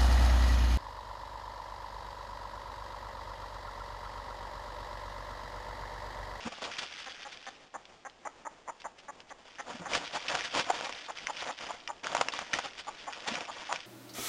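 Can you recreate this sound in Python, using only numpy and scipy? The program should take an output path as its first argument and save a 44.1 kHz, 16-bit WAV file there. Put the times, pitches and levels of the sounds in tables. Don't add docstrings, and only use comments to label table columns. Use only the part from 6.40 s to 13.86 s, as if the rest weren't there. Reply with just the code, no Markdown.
import sys
import numpy as np
from scipy import signal
from scipy.fft import rfft, irfft
from scipy.io import wavfile

SR = 44100
rng = np.random.default_rng(int(sys.argv[2]) if len(sys.argv) > 2 else 0)


def persist_wave(psi):
    counts = np.round(np.clip(psi, -1, 1) * 32767).astype(np.int16)
    wavfile.write(sys.argv[1], SR, np.atleast_2d(counts).T)


N = 328986
TIME = np.arange(N) / SR

# frequency_hz, level_db
LEAF_TONE = [(300, -15), (1200, -5.5), (2000, -3), (3400, -0.5), (5600, -16.5)]
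# frequency_hz, level_db
DULL_TONE = [(25, -27), (125, -10.5), (290, -5.5), (400, -7), (620, 1.5), (1200, -2.5), (2200, -14),
             (5000, -30.5)]
# frequency_hz, level_db
CRACK_TONE = [(300, -14), (1000, 1.5), (2300, 0), (3400, -5.5), (5200, -16)]


def amp(db):
    return 10 ** (np.asarray(db) / 20)


def unit(x):
    return x / np.sqrt(np.mean(x ** 2) + 1e-20)


def add(mix, start_s, sound):
    part = mix[max(0, round(start_s * SR)):][:len(sound)]
    part += sound[:len(part)]


def colour(x, tone, size=2048):
    hz, db = np.transpose(tone)
    bin_hz = abs(np.fft.fftfreq(size, 1 / SR))
    log_gain = np.log(amp(np.interp(np.log(bin_hz + 1), np.log(hz), db)))
    taps = np.fft.ifft(np.exp(np.conj(signal.hilbert(log_gain)))).real
    return signal.oaconvolve(x, taps / np.linalg.norm(taps))[:len(x)]


def resonate(x, hz, width_hz):
    return signal.lfilter(*signal.iirpeak(min(hz, SR / 3), hz / width_hz, SR), x)


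def wander(per_s):
    points = rng.standard_normal(int(N / SR * per_s) + 2)
    return unit(np.interp(TIME * per_s, np.arange(len(points)), points))


def grains(per_s, spread_db):
    strength = amp(spread_db * np.minimum(rng.exponential(1, N), 4))
    return unit(strength * rng.choice([-1, 1], N) * (rng.random(N) < per_s / SR))


def crackle(per_s, spread_db, ring_db, ring_q=5, count=14):
    out = np.zeros(N)
    for hz in np.geomspace(1300, 3800, count):
        clicks = grains(per_s / count, spread_db) * amp(3.47 * wander(40))
        out += clicks + amp(ring_db) * unit(resonate(clicks, hz, hz / ring_q))
    return unit(out)


def crunches(per_s, decay_s, steady_db):
    power = signal.lfilter([1], [1, -np.exp(-2 / (decay_s * SR))], grains(per_s, 0.96) ** 2)
    return unit(np.sqrt(power / power.mean() + amp(steady_db) ** 2))


def contacts(t, span_s, count=5):
    order = np.arange(count)
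    click_s = span_s * (order + rng.random(count) * (order > 0)) / count
    strength = rng.choice([-1, 1], count) * np.where(order > 0, rng.uniform(.3, .9, count), 1)
    return unit(strength @ np.sinc((t - click_s[:, None]) * SR / 2))


def scrub_echo(x, echo_db, fade_s, size=16384):
    t = np.arange(size) / SR
    bounces = rng.standard_normal(size) * (rng.random(size) < 2000 / SR)
    echo = bounces * amp(-60 * t / fade_s) * (t > .002)
    return x + amp(echo_db) * signal.oaconvolve(x, echo / np.linalg.norm(echo))[:N]


def outdoor_air(wash_db=-59, drift_db=-2.23, stir_db=-67.5):
    # frequency_hz, level_db
    wash_tone = [(25, -3.5), (120, -8.5), (290, -4), (750, -2.5), (1400, -8.5), (3400, -15.5),
                 (5000, -28.5)]
    wash = unit(colour(rng.standard_normal(N), wash_tone)) * amp(wash_db + drift_db * wander(26))
    stir = grains(per_s=2500, spread_db=3) * amp(3 * wander(20))
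    return wash + amp(stir_db) * unit(colour(stir, LEAF_TONE))


def shuffle_power(start_s, length_s, fade_db_per_s, push_s=0.0014):
    t = TIME - start_s
    return (np.clip(t / push_s, 0, 1) * amp(-fade_db_per_s * np.maximum(t - length_s, 0))) ** 2


def leaf_litter(uncurl_db=-13.5, scrape_clump_db=7.5):
    # start_s, length_s, leaf_db, earth_db
    shuffles = [(0, 0.037, -46, -49.5), (0.118, 0.19, -51, -50.5), (0.312, 0.028, -44, -60),
                (0.395, 0.15, -48.5, -59.5), (0.54, 0.22, -49.5, -63.5), (0.79, 0.17, -52, -63),
                (1.007, 0.068, -53.5, -57.5), (3.046, 0.18, -58.5, -59.5), (3.291, 0.068, -51, -54),
                (3.392, 0.18, -69, -47.5), (3.606, 0.25, -45.5, -47), (3.88, 0.079, -39, -39),
                (3.97, 0.18, -45, -57), (4.238, 0.27, -44.5, -46.5), (4.55, 0.064, -44.5, -54.5),
                (4.749, 0.24, -49.5, -54.5), (4.963, 0.11, -43.5, -44), (5.177, 0.14, -46.5, -47.5),
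                (5.631, 0.22, -45.5, -42), (5.919, 0.098, -45, -48.5), (6.065, 0.051, -49.5, -52),
                (6.136, 0.12, -45.5, -51), (6.444, 0.21, -53, -60.5), (6.699, 0.31, -49, -53),
                (6.88, 0.12, -44, -43.5), (7.11, 0.21, -48.5, -51), (7.32, 0.02, -41, -47)]
    leaf_power, earth_power = np.zeros((2, N))
    for start_s, length_s, leaf_db, earth_db in shuffles:
        earth_power += amp(earth_db) ** 2 * shuffle_power(start_s, length_s, fade_db_per_s=209)
        leaf_power += amp(leaf_db) ** 2 * shuffle_power(start_s, length_s, fade_db_per_s=141.5)
        leaf_power += amp(leaf_db + uncurl_db) ** 2 * shuffle_power(start_s, length_s, fade_db_per_s=22)
    crush = crunches(per_s=220, decay_s=0.023, steady_db=-0.5)
    brittle = crackle(per_s=2400, spread_db=3.3, ring_db=-2)
    leaves = unit(colour(brittle, LEAF_TONE) * crush)
    grit = colour(grains(per_s=4000, spread_db=2.3), DULL_TONE)
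    earth = unit(grit * np.sqrt(crush) * amp(scrape_clump_db * np.tanh(wander(70))))
    return leaves * np.sqrt(leaf_power) + earth * np.sqrt(earth_power)


def twig_snaps(break_s=0.002163, splinter_s=.007, ring_q=1.4, crack_db=-2, splinter_db=-8, size=2048):
    # start_s, level_db
    snaps = [(0.123, -50), (0.368, -45), (0.644, -49), (0.745, -54), (.82, -50), (0.929, -50), (.973, -49),
             (1.027, -54), (1.454, -52.5), (1.698, -55.5), (2.418, -51.5), (2.8035, -51), (3.535, -33),
             (3.577, -40), (3.677, -44), (3.794, -49), (3.899, -37), (3.928, -44), (3.992, -42),
             (4.525, -41), (4.773, -45), (4.786, -44), (4.87, -32), (5.007, -49), (5.022, -51),
             (5.188, -47), (5.267, -47), (5.4758, -37.5), (5.644, -40), (6.133, -30.5), (6.732, -42.5),
             (6.954, -36), (7.007, -41), (7.3597, -38)]
    thickest_hz, rise_hz_per_db = 2170, 52
    loudest_db = max(db for _, db in snaps)
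    out, t = np.zeros(N), (np.arange(size) - size / 2) / SR
    for start_s, db in snaps:
        hz = thickest_hz + rise_hz_per_db * (loudest_db - db)
        splinters = rng.standard_normal(size) ** 3 * (t > 0) * np.exp(-abs(t) / splinter_s)
        jolts = contacts(t, break_s) + amp(splinter_db) * unit(splinters)
        ring = resonate(resonate(jolts, hz, hz / ring_q), hz, hz)
        snap = unit(colour(ring, CRACK_TONE)) + amp(crack_db) * unit(colour(jolts, CRACK_TONE))
        add(out, start_s + t[0], amp(db) * unit(snap) * np.sqrt(.01 * SR / size))
    return out


def swishes():
    # centre_s, half_length_s, air_db, hiss_db
    strokes = [(0.072, 0.012, -36, -62), (0.226, 0.0078, -38, -44.5), (0.253, .011, -42.5, -39.5),
               (0.285, 0.016, -45, -60), (0.392, 0.0089, -61, -34.5), (0.428, 0.016, -45, -41.5),
               (0.602, 0.023, -68, -45), (0.929, 0.012, -69, -45), (2.407, 0.0058, -73, -50),
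               (2.593, 0.015, -76, -54.5), (3.301, 0.028, -41.5, -52.5), (3.55, 0.037, -35, -34),
               (3.757, 0.02, -39, -36), (3.952, 0.0089, -33, -42), (4.054, 0.013, -51, -37.5),
               (4.182, 0.03, -30.5, -31.5), (4.358, 0.015, -42, -40), (4.452, 0.0071, -43, -40),
               (6.019, 0.0069, -36, -47), (6.156, 0.023, -39.5, -40), (6.397, 0.017, -62, -43),
               (6.883, 0.0066, -50, -29.5)]
    air_gain, hiss_gain = np.zeros((2, N))
    for centre_s, half_length_s, air_db, hiss_db in strokes:
        swell = np.exp(-.7 * ((TIME - centre_s) / half_length_s) ** 2)
        air_gain += amp(air_db) * swell
        hiss_gain += amp(hiss_db) * swell
    air = unit(colour(rng.standard_normal(N), DULL_TONE))
    flutter = crunches(per_s=400, decay_s=0.0037, steady_db=-0.58)
    hiss = unit(colour(crackle(per_s=8000, spread_db=0.41, ring_db=-16.5), LEAF_TONE))
    return flutter * (air_gain * air + hiss_gain * hiss)


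def thumps(cycles=2.36, swirl_db=-5, size=4096):
    # centre_s, level_db, pitch_hz
    beats = [(.066, -37, 227), (3.353, -44.5, 227), (3.409, -43, 182), (4.304, -21, 737), (6.921, -41, 220)]
    out, t = np.zeros(N), (np.arange(size) - size / 2) / SR
    for centre_s, db, hz in beats:
        swirl = unit(resonate(resonate(rng.standard_normal(size), hz, 2 * hz), hz, 2 * hz))
        push = unit(np.sin(2 * np.pi * hz * t)) + amp(swirl_db) * swirl
        add(out, centre_s + t[0], amp(db) * push * np.exp(-(t * hz / cycles) ** 2))
    return out


def slaps(ring_q=1.6, crack_db=-3.0, air_db=-6, size=2048):
    # start_s, level_db, pitch_hz, contact_s
    blows = [(3.551, -29.5, 1150, 0.0051), (3.9525, -30, 1400, 0.0016), (4.197, -31, 2000, 0.00053),
             (4.41, -36, 890, 0.0012), (4.494, -39.5, 1100, 0.0021), (5.6696, -32.5, 1300, 0.0008),
             (5.7497, -25.5, 756, 0.0041), (5.767, -31, 1180, 0.0022), (5.812, -23, 880, 0.0045),
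             (5.8855, -31, 1850, 0.0021), (5.937, -36.5, 1230, 0.0015), (5.99, -34.5, 1030, 0.0033),
             (6.1379, -28, 1720, 0.0026), (6.188, -30.5, 1000, 0.0044), (7.3264, -29, 1050, 0.0019)]
    out, t = np.zeros(N), (np.arange(size) - size / 2) / SR
    for start_s, db, hz, contact_s in blows:
        clicks = contacts(t, contact_s)
        ring = unit(resonate(resonate(clicks, hz, hz / ring_q), hz, hz))
        crack = amp(crack_db) * unit(colour(clicks, CRACK_TONE))
        air = amp(air_db) * unit(colour(clicks, DULL_TONE))
        add(out, start_s + t[0], amp(db) * unit(ring + crack + air) * np.sqrt(.01 * SR / size))
    return out


def throat(breath, rings, stretch):
    out = 0
    for k, (hz, width_hz, db) in enumerate(rings):
        band = hz * stretch, np.sqrt(2) * width_hz
        out += (-1) ** k * amp(db) * resonate(resonate(breath, *band), *band)
    return out


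def clucks(usual_s=.027, closing_db=4, hollow_db=-13, rough=0.54, size=4096, count=14):
    # start_s, pitch_hz, level_db
    calls = [(0.661, 264, -43.5), (0.85, 275, -43.5), (1.066, 264, -42), (1.339, 289, -39.5),
             (1.649, 268, -41.5), (1.85, 287.8, -38), (2.049, 290.7, -39), (2.276, 302, -38),
             (2.442, 290.5, -38.5), (2.682, 282.2, -42), (2.904, 271, -45), (3.184, 258.7, -39.5),
             (3.453, 263.3, -40.5), (3.748, 279, -37.5), (4.283, 286, -35), (4.449, 273.6, -40.5),
             (4.681, 279, -38.5), (4.882, 290, -36.5), (5.082, 263.4, -36.5), (5.287, 301.4, -37.5),
             (5.484, 288.4, -37.5), (6.241, 269, -42), (6.468, 293.7, -38.5), (6.669, 275, -38),
             (6.856, 275, -41), (7.079, 286, -40), (7.29, 297.2, -36)]
    # pitch_hz, width_hz, level_db
    low_rings = [(270, 130, -5), (512, 170, 1), (774, 182, 9.5), (1158, 170, 10.5)]
    high_rings = [(1453, 560, -7), (1828, 390, 0.8)]
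    # time_s, level_db
    brightness = [(.66, -7.5), (3.2, -6.5), (4.9, -11.5), (7.3, -13.5)]
    dulling_db_per_hz = 0.24
    easy_db, glide_per_db, max_glide = -42, .07, .25
    easy_start_db, forced_start_db, crest = -3, -9, .66
    jitter, shimmer_db, stretch_spread = .03, 1.5, .06
    out, t = np.zeros(N), np.arange(size) / SR
    _, usual_hz, usual_db = np.mean(calls, axis=0)
    for start_s, hz, db in calls:
        timing, strength, shape = rng.standard_normal((3, count))
        length_s = usual_s * amp((db - usual_db) / 4)
        progress = np.minimum(t / length_s, 1)
        glide = np.clip(glide_per_db * (db - easy_db), 0, max_glide)
        force = glide / max_glide

        pulse_s = (np.arange(count) + .2 + jitter * (1 + force) * timing) / hz
        pulse_s /= 1 + glide * (pulse_s / length_s - 1) / 2
        share = pulse_s / length_s
        start_db = easy_start_db + force * (forced_start_db - easy_start_db)
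        swell_db = start_db * np.maximum(1 - share / crest, (share - crest) / (1 - crest) / 2)
        push = amp(swell_db + shimmer_db * strength) * (pulse_s < length_s)
        pulses = push @ np.sinc((t - pulse_s[:, None]) * SR / 2)
        puffs = np.interp(t, pulse_s, push) * rng.standard_normal(size)
        breath = unit(pulses) + rough * (1 + force) * unit(puffs)

        stretch = 1 + stretch_spread * np.tanh(shape)
        tightened = stretch[0] * (1 + glide / 2)
        low = throat(breath * (1 - progress ** 2), low_rings, stretch[0])
        low += throat(breath * progress ** 2, low_rings, tightened)
        high_db = np.interp(start_s, *np.transpose(brightness)) - dulling_db_per_hz * (hz - usual_hz)
        high = throat(breath * amp(-closing_db * progress), high_rings, stretch[1])
        hollow = amp(hollow_db - high_db) * unit(resonate(low, 3 * hz, width_hz=200))
        voice = unit(unit(low) + hollow) + amp(high_db) * unit(high)
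        add(out, start_s, amp(db) * unit(voice) * np.sqrt(length_s * SR / size))
    return out


def scene():
    voice = scrub_echo(clucks(), echo_db=-13.5, fade_s=0.32)
    scuffle = leaf_litter() + swishes() + slaps() + twig_snaps() + thumps()
    fight = scrub_echo(scuffle, echo_db=-11.5, fade_s=0.088)
    return (voice + fight + outdoor_air())[None]


def record(dry, top_hz=3800, hold_hz=8018, mirror_db=7, droop_hz=8200, edge_hz=10250):
    narrow = signal.sosfilt(signal.butter(10, top_hz, fs=SR, output="sos"), dry)
    hz = np.fft.rfftfreq(N, 1 / SR)
    mirror = amp(mirror_db) * rfft(narrow * np.cos(2 * np.pi * hold_hz * TIME)) * np.sinc(hz / hold_hz)
    held = irfft((rfft(dry) + mirror) / np.sqrt(1 + (hz / droop_hz) ** 20), N)
    treble_cut = signal.firwin(401, edge_hz, window=("kaiser", 8), fs=SR)
    return signal.oaconvolve(held, treble_cut[None], "same")


dry = scene()
out = record(dry)
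persist_wave(out)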